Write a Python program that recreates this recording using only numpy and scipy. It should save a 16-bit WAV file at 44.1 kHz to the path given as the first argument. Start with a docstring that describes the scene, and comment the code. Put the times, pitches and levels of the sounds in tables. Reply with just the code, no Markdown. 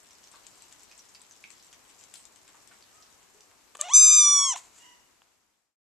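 """A close kitten gives one loud, piercing meow: vocal fold harmonics and breath through a mouth
that opens and closes, with wet smacks and soft hiss around it. Before that, kittens eat dry food
in a small room: kibble snaps and crumbles, nudged bowls ring, jaws patter.
Two faint mews come from across the room. Quiet room tone lies under it all; the end fades out."""
import sys
import numpy as np
from scipy import signal
from scipy.fft import rfft, irfft, next_fast_len
from scipy.io import wavfile
from scipy.ndimage import map_coordinates

SR = 44100
rng = np.random.default_rng(int(sys.argv[2]) if len(sys.argv) > 2 else 0)


def transcribe(signal):
    """Save signal, clipped to [-1, 1], as a 16-bit WAV file at the path in sys.argv[1]."""
    frames = np.atleast_2d(signal).T
    limited = np.clip(frames, -1, 1)
    pcm = np.round(limited * 32767).astype(np.int16)
    wavfile.write(sys.argv[1], SR, pcm)


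N = 257984
TIME = np.arange(N) / SR
RECEDE_S, RECEDE_LENGTH_S = 2.7, 0.91  # chewing and room tone drop as the close kitten comes near

# Microphone colour: the highest treble is louder on the left.
# Each row: frequency in Hz, left minus right in dB.
CLOSE_BALANCE = [(700, -1), (1200, 0.5), (3500, 0), (6000, -2.5), (7300, 6), (8600, 18), (14000, 17.5)]


def meow(soften_db=-20, ear_lag_s=.000015):
    """Vocal fold harmonics and breath, shaped by a mouth that opens and closes."""
    # The call creaks, leaps up, sags, drops and flicks. Each row: time in seconds, pitch in Hz.
    contour = [(3.79, 607), (3.82, 579.3), (3.845, 711), (3.882, 719), (3.914, 1064), (3.936, 1203),
               (3.98, 1224), (4.03, 1232), (4.1, 1213), (4.165, 1218), (4.27, 1163), (4.32, 1164),
               (4.4, 1125), (4.44, 1119), (4.49, 1063), (4.526, 973), (4.546, 689.4), (4.558, 731),
               (4.567, 1150)]
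    # Throat response. Each row: frequency in Hz, gain in dB nearly shut, half open, wide open.
    throat = [(598, -0.5, -15, -26.5), (1135, 4.5, 2, -13), (1450, -12.5, -9.5, -16.5),
              (2232, -8.5, -13, -9.5), (3310, -7, 4.5, -2.5), (4592, -21, -16.5, -1),
              (5276, -24.5, 0.5, 18), (5740, -11.5, 15.5, 20.5), (7070, -3.5, 5, 16.5), (7100, -4.5, 3, 25),
              (8685, -16, -1.5, -1), (9470, -45.5, -7, -6.5), (10800, -44, -25.5, -14.5),
              (13480, -59, -50, -44)]
    t = np.arange(round(contour[0][0] * SR), round(contour[-1][0] * SR)) / SR
    n = len(t)
    pitch = np.interp(t, *np.transpose(contour))
    slack = np.clip((1130 - pitch) / 300, 0, 1)  # slack folds beat unevenly and close softly
    db, shrill_db, rough = vocal_effort(t, pitch, slack)
    waver = rough * ((.005 + .028 * slack) * wobble(900, n) + .0018 * wobble(300, n))
    waver += .012 * np.sqrt(slack) * wobble(190, n)
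    phase = 2 * np.pi * np.cumsum(pitch * (1 + waver)) / SR
    mouth = mouth_opening(t, pitch)
    shares = [np.clip(1 - abs(2 * mouth - i), 0, 1) for i in range(3)]
    shapes = [np.array(throat)[:, [0, i + 1]] for i in range(3)]
    treble = lambda hz: along([(4300, 0.049), (5600, 1)], hz)
    voice = np.zeros(n)
    for k in range(1, 13):
        hz = k * pitch
        throat_db = sum(share * along(shape, hz) for share, shape in zip(shares, shapes))
        folds_db = soften_db * np.sqrt(slack) * (k > 8) + 3 * slack * wobble(250, n) * (k > 1)
        flutter_db = .55 * wobble(45, n)
        gain = amp(db + throat_db + shrill_db * treble(hz) + folds_db + flutter_db)
        voice += gain * np.cos(k * phase - np.pi * np.sqrt(hz / 400))
    voice *= 1 + .055 * rough * wobble(700, n)  # shimmer
    # Air spurts through the folds once a cycle; slack folds leak more.
    spurts = (1 + .7 * np.cos(phase)) * amp(2 * wobble(130, n))
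    leak = rough * amp(db + shrill_db - 8.5 + 12.5 * slack ** 2)
    low_cut = lambda hz: along([(400, .03), (750, 1)], hz)
    for share, shape, low_db in zip(shares, shapes, [-5, -14.5, -17.5]):
        colour = lambda hz: amp(along(shape, hz) + low_db * (1 - treble(hz))) * low_cut(hz)
        voice += share * leak * filtered(rng.standard_normal(n) * spurts, colour)
    out = np.zeros(N)
    add(out, t[0], voice)
    delay = lambda hz: np.exp(1j * np.pi * hz * ear_lag_s * np.array([[-1], [1]]))
    return filtered(out, lambda hz: ears(along(CLOSE_BALANCE, hz)) * delay(hz))


def mouth_opening(t, pitch, wide_hz=1257.5, closing_hz=190, lag_s=0.0098):
    """The mouth follows the pitch a little late: 0 shut, 1 wide."""
    late_pitch = np.interp(t - lag_s, t, pitch)
    return np.minimum(np.exp((late_pitch - wide_hz) / closing_hz), 1)


def vocal_effort(t, pitch, slack, press_s=3.935, relaxed_s=4.555, edge_s=.003, db_per_octave=13):
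    """Level, treble gain and roughness: higher is louder, pressed is shriller, strained is hoarser."""
    # Pushes of effort. Each row: centre in seconds, width in seconds, treble gain in dB.
    pushes = [(3.966, 0.033, 4), (4.05, 0.048, 0.8), (4.175, 0.033, -0.1), (4.507, 0.031, 3.5)]
    edges = ramp(t, t[0], edge_s) * ramp(-t, -t[-1], edge_s)
    pressed = ramp(t, press_s, .0006) * ramp(-t, -relaxed_s, 0.022)
    hump = lambda s, width_s: np.exp(-((t - s) / width_s) ** 2)
    strain = sum(hump(s, width_s) for s, width_s, _ in pushes)
    push_db = sum(db * hump(s, width_s) for s, width_s, db in pushes)
    swell_db = 4.5 * hump(4.21, .11)  # low harmonics fill out in mid-call
    db = -34 + db_per_octave * np.log2(pitch / 1195) + swell_db + 20 * np.log10(edges + 1e-6)
    unpressed_db = -27 * mouth_opening(t, pitch)
    shrill_db = pressed * (1 + push_db - swell_db) + (1 - pressed) * unpressed_db
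    rough = .6 + .4 * np.maximum(slack, strain) + .17 * wobble(28, len(t))
    return db, shrill_db, np.clip(rough, 0, 1)


def muzzle():
    """Wet smacks, handling ticks and soft puffs of hiss at the close kitten's mouth."""
    # Smacks and ticks. Each row: start in seconds, level in dB, length in seconds, relative thud in dB.
    smacks = [(3.749, -50.5, 0.011, 5), (3.77, -42.5, 0.0014, -16.5), (3.778, -51, 0.0012, -34.5),
              (3.811, -24, 0.0054, -30.5), (3.8122, -20.5, 0.0023, -32.5), (4.559, -39.5, 0.0017, -5),
              (5.219, -65, 0.0022, 16.5)]
    # Puffs. Each row: peak time in seconds, level in dB, rise in seconds, t60 in seconds.
    hisses = [(3.81, -50, 0.028, 0.33), (4.574, -42, .01, 0.15), (4.646, -61.5, .035, 0.41),
              (4.785, -58, 0.0572, 0.54)]
    # Spectra of smack, thud and hiss. Each row: frequency in Hz, gain in dB.
    smack_colour = [(150, -58), (600, -35), (2000, -29), (4000, -12.5), (5600, -21.5), (7000, 4), (8300, 0),
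                    (9000, -13.5), (10000, -10.5), (12000, -26.5), (14000, -35)]
    thud_colour = [(60, -36), (200, -20), (450, -7), (1100, 6), (2200, -9), (3100, -0.5), (4500, -17.5),
                   (9000, -33.5)]
    hiss_colour = [(150, -49), (500, -24.5), (2000, -9.5), (4000, -10), (5500, -10), (7200, 1), (8300, -6),
                   (10000, -18.5), (14000, -30)]
    out, t = np.zeros(N), np.arange(SR // 20) / SR
    for s, db, length_s, thud_db in smacks:
        age = t / (length_s / 2)
        envelope = age * np.exp(1 - age * age)
        burst = envelope * (noise(smack_colour, len(t)) + amp(thud_db) * noise(thud_colour, len(t)))
        burst *= np.linalg.norm(envelope) / np.linalg.norm(burst)
        add(out, s, amp(db) * np.hypot(1, amp(thud_db)) * burst)
    puffs = sum(ramp(TIME, s - rise_s, rise_s) * amp(db - 60 * np.maximum(TIME - s, 0) / t60_s)
                for s, db, rise_s, t60_s in hisses)
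    out += puffs * amp(1.4 * wobble(140, N)) * noise(hiss_colour, N)
    return filtered(out, lambda hz: ears(.6 * along(CLOSE_BALANCE, hz)))


def crunches(crack_db=11, crumble_db=-17, q=6):
    """Each kibble snaps, then crumbles in weaker cracks."""
    # Cracks. Each row: start in seconds, level in dB, resonance in Hz, body in dB (capped at 0).
    cracks = [(0.1076, -43, 5940, -17), (0.24, -41, 5500, -13), (0.273, -43.5, 5800, -12),
              (0.3148, -42.5, 8400, -13), (0.4668, -35, 7100, -20), (0.621, -38, 8400, -35),
              (0.7248, -38, 6800, -10), (0.8323, -42, 7550, -30), (0.9142, -42.5, 5600, -1),
              (0.978, -42, 8200, -12), (1.2163, -39.5, 8300, -15), (1.3106, -40, 6200, -33),
              (1.4395, -40.5, 2360, 3), (1.5037, -37.5, 7900, -2), (1.6254, -45, 6200, -28),
              (1.7284, -40, 6300, 2), (1.891, -47.5, 8550, -22), (2.011, -43, 6900, -8),
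              (2.0377, -40, 7100, -13), (2.139, -38, 7540, -24), (2.1405, -30, 9300, -41),
              (2.2534, -37.5, 7150, -11), (2.36, -43.5, 7140, 4), (2.4784, -43.5, 7550, 3),
              (2.6747, -40, 8910, -30), (2.8243, -44, 4500, -8), (3.0238, -44, 5200, -32),
              (3.407, -43, 5600, -36)]
    # Higher cracks are louder on the left, where the microphone picks up more treble.
    # Each row: resonance in Hz, left minus right in dB.
    balance = [(5800, -1.5), (7000, 9), (8000, 11.5)]
    # Crunch spectrum. Each row: frequency in Hz, gain in dB.
    colour = [(500, -14), (2000, -1), (8200, 2), (9200, -6.5), (11000, -12), (14500, -15.5)]
    out, t = np.zeros((2, N)), np.arange(SR // 10) / SR
    for s, db, hz, body_db in cracks:
        snap = ramp(t, 0, 0.00037) * np.exp(-t / .0017) * rng.standard_normal(len(t))
        crumble = amp(crumble_db + 7.5 * wobble(440, len(t))) * np.exp(-t / .011)
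        force = snap + crumble * rng.standard_normal(len(t))
        body = .5 * amp(min(body_db, 0)) * resonate(force, 2350, 1)
        crack = resonate(force, hz, q) + 0.21 * force + body
        crack /= np.linalg.norm(crack[t < .005])
        add(out, s, ears(along(balance, hz)) * amp(db + crack_db) * crack)
    return filtered(out, lambda hz: amp(along(colour, hz)))


def bowls():
    """A nudged bowl rings briefly (high Q); a shifted one clatters in a broad band (low Q)."""
    # Knocks. Each row: start in seconds, level in dB, ring in Hz, t60 in seconds, Q.
    knocks = [(0.337, -50.5, 1180, 0.1, 2.6), (0.718, -56, 2950, .09, 2.5), (0.913, -50, 2510, 0.039, 6.8),
              (0.992, -45, 5780, 0.041, 6.9), (1.148, -45.5, 4800, 0.06, 5.5), (1.152, -45, 2670, 0.027, 8),
              (1.4398, -39.5, 2380, 0.023, 7), (2.155, -42.5, 4940, 0.026, 1.6),
              (2.168, -49, 8100, 0.25, 7.4), (2.484, -57, 1300, 0.085, 0.91),
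              (2.544, -55.5, 1110, 0.1, 1.8), (2.712, -55.5, 1520, 0.16, 1.9),
              (3.347, -55, 424, 0.12, 11.5), (3.513, -50, 1010, 0.022, 2.7)]
    out, t = np.zeros(N), np.arange(SR // 4) / SR
    for s, db, hz, t60_s, q in knocks:
        purity = q / 16
        clatter = unit(resonate(rng.standard_normal(len(t)), hz, q))
        ring = purity * np.sin(2 * np.pi * hz * t) + 0.86 * (1 - purity) * clatter
        add(out, s, amp(db - 60 * t / t60_s) * ring)
    return ears(1.5) * out


def chewing(cracks_per_s=110, level_db=-64, recede_db=-8, wet=0.95):
    """Many small jaws: a patter of tiny, uneven cracks that recedes before the meow."""
    # Patter spectrum. Each row: frequency in Hz, gain in dB (halved below).
    colour = [(880, -36), (1500, -6.5), (2090, -1.5), (2410, 2), (2890, 1.5), (3950, -10), (8050, 3),
              (8850, -20), (10400, -21), (13700, -16), (14500, -22.5)]
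    out, t = np.zeros((2, N)), np.arange(SR // 100) / SR
    for when, size, tone, side in rng.random((int(cracks_per_s * N / SR), 4)):
        snap = np.exp(-t / 0.0013) * rng.standard_normal(len(t))
        grain = amp(-1.5 * np.log(size + .04)) * resonate(snap, 3500 * 2.69 ** tone, q=2.9)
        add(out, when * N / SR, ears(14 * side - 4) * grain)
    out = filtered(out, lambda hz: amp(.5 * along(colour, hz)))
    gain = amp(level_db + recede_db * ramp(TIME, RECEDE_S, RECEDE_LENGTH_S))
    return gain * unit(out + wet * room(out))


def far_mews(direct_db=-10, wall_db=-1, attack_s=0.056, fall_db_per_s=100):
    """Thin wavering calls of other kittens, heard mostly off the walls."""
    # Mews. Each row: start in seconds, time until decay in seconds, pitch in Hz, level in dB.
    mews = [(2.9, 0.068, 1305, -70.5), (4.76, 0.14, 997, -65.5)]
    # Throat response. Each row: frequency in Hz, gain in dB.
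    throat = [(1000, 2), (2000, 0.5), (2600, -14), (2950, 6), (4000, -17), (6000, 0.5), (8000, -11),
              (11000, -33)]
    out, t = np.zeros(N), np.arange(SR // 2) / SR
    for s, length_s, hz, db in mews:
        pitch = hz * (1 - 0.11 * np.exp(-t / 0.035) - .17 * (t - length_s / 2))  # scoops up, then sags
        envelope = ramp(t, 0, attack_s) * amp(db - fall_db_per_s * np.maximum(t - length_s, 0))
        waver = .026 * wobble(260, len(t)) + .008 * wobble(30, len(t))
        phase = 2 * np.pi * np.cumsum(pitch * (1 + waver)) / SR
        voice = sum(amp(along(throat, k * pitch)) * np.sin(k * phase) for k in range(1, 9))
        add(out, s, envelope * voice)
    return amp(direct_db) * out + amp(wall_db) * room(out)


def room(x, build_s=.004):
    """Diffuse reflections from walls and floor, different in each ear."""
    # Room decay. Each row: frequency in Hz, t60 in seconds.
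    decay = [(200, .5), (2000, 0.25), (7000, 0.14), (14000, 0.05)]
    hz, t, bands = signal.stft(rng.standard_normal((2, SR // 2)), SR, nperseg=256)
    envelope = amp(-60 * t / along(decay, hz)[:, None]) * (1 - np.exp(-t / build_s))
    tail = signal.istft(bands * envelope, SR, nperseg=256)[1]
    return signal.fftconvolve(np.atleast_2d(x), tail / np.linalg.norm(tail[0]), axes=1)[:, :N]


def room_tone(level_db=-62.5, recede_db=-1.5):
    """Quiet air and hiss, stronger on the left; the ears share mainly the midrange."""
    # Air spectrum. Each row: frequency in Hz, gain in dB.
    colour = [(15, -36.5), (25, -3.5), (85, -0.5), (153, -3), (282, 0), (549, -3), (1010, -0.5),
              (1430, -4.5), (2370, -4.5), (3440, -8), (7450, -4), (9220, -11), (13400, -12.5), (14500, -28)]
    shared_gain = [(130, 0), (300, 0.51), (1400, 0.69), (3500, 0.33), (10000, 0.0021)]
    balance_db = [(60, 3.5), (200, 5.5), (700, 5.0), (1500, 3), (4300, -4), (8000, 9.5), (13000, -1.5)]
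    left, right, shared = noise(colour, (3, N))
    shared = filtered(shared, lambda hz: along(shared_gain, hz))
    tone = filtered(np.array([left, right]) + shared, lambda hz: ears(along(balance_db, hz)))
    drop_db = recede_db * ramp(TIME, RECEDE_S, RECEDE_LENGTH_S)
    return amp(level_db + drop_db + 0.493 * wobble(2.6, N)) * tone


def amp(db):
    """Decibels to gain."""
    return 10 ** (np.asarray(db) / 20)


def unit(x):
    """Scale to rms 1."""
    return x / np.sqrt(np.mean(x ** 2) + 1e-20)


def ramp(t, start_s, length_s):
    """Linear rise from 0 to 1."""
    return np.clip((t - start_s) / length_s, 0, 1)


def along(points, hz):
    """Interpolate (Hz, value) points on a log axis."""
    knots_hz, values = np.transpose(points)
    return np.interp(np.log(hz + 1), np.log(knots_hz + 1), values)


def wobble(knots_per_s, n):
    """Smooth random curve."""
    return map_coordinates(rng.standard_normal(n + 4), [np.arange(n) * (knots_per_s / SR)])


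def filtered(x, response):
    """Apply a gain given as a function of Hz."""
    n = next_fast_len(x.shape[-1] + 4096)
    return irfft(rfft(x, n) * response(np.fft.rfftfreq(n, 1 / SR)), n)[..., :x.shape[-1]]


def noise(colour, shape):
    """Noise of rms 1 with a (Hz, dB) spectrum."""
    return unit(filtered(rng.standard_normal(shape), lambda hz: amp(along(colour, hz))))


def ears(balance_db):
    """Left and right gains with mean 1."""
    ratio = amp(np.atleast_1d(balance_db))
    return 2 * np.array([ratio, np.ones_like(ratio)]) / (1 + ratio)


def resonate(x, hz, q):
    """One resonance, Q at least 1."""
    return signal.lfilter(*signal.iirpeak(hz, max(q, 1), SR), x)


def add(track, start_s, sound):
    """Mix a sound into a track."""
    part = track[..., round(start_s * SR):][..., :sound.shape[-1]]
    part += sound[..., :part.shape[-1]]


def scene():
    """The close kitten and the meal in their room, over far mews and room tone."""
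    meal = crunches() + bowls()
    kitten = meow() + muzzle()
    eating = meal + amp(-5) * room(meal) + chewing()
    return kitten + amp(-16.5) * room(kitten) + eating + far_mews() + room_tone()


def record(dry):
    """Overall gain, linear fade-out and low-pass."""
    gain_db, fade_end_s, fade_length_s, top_hz = 1.97, 5.764, 0.95, 14250
    fade = ramp(-TIME, -fade_end_s, fade_length_s)
    return filtered(dry * amp(gain_db) * fade, lambda hz: hz < top_hz)


dry = scene()
out = record(dry)
transcribe(out)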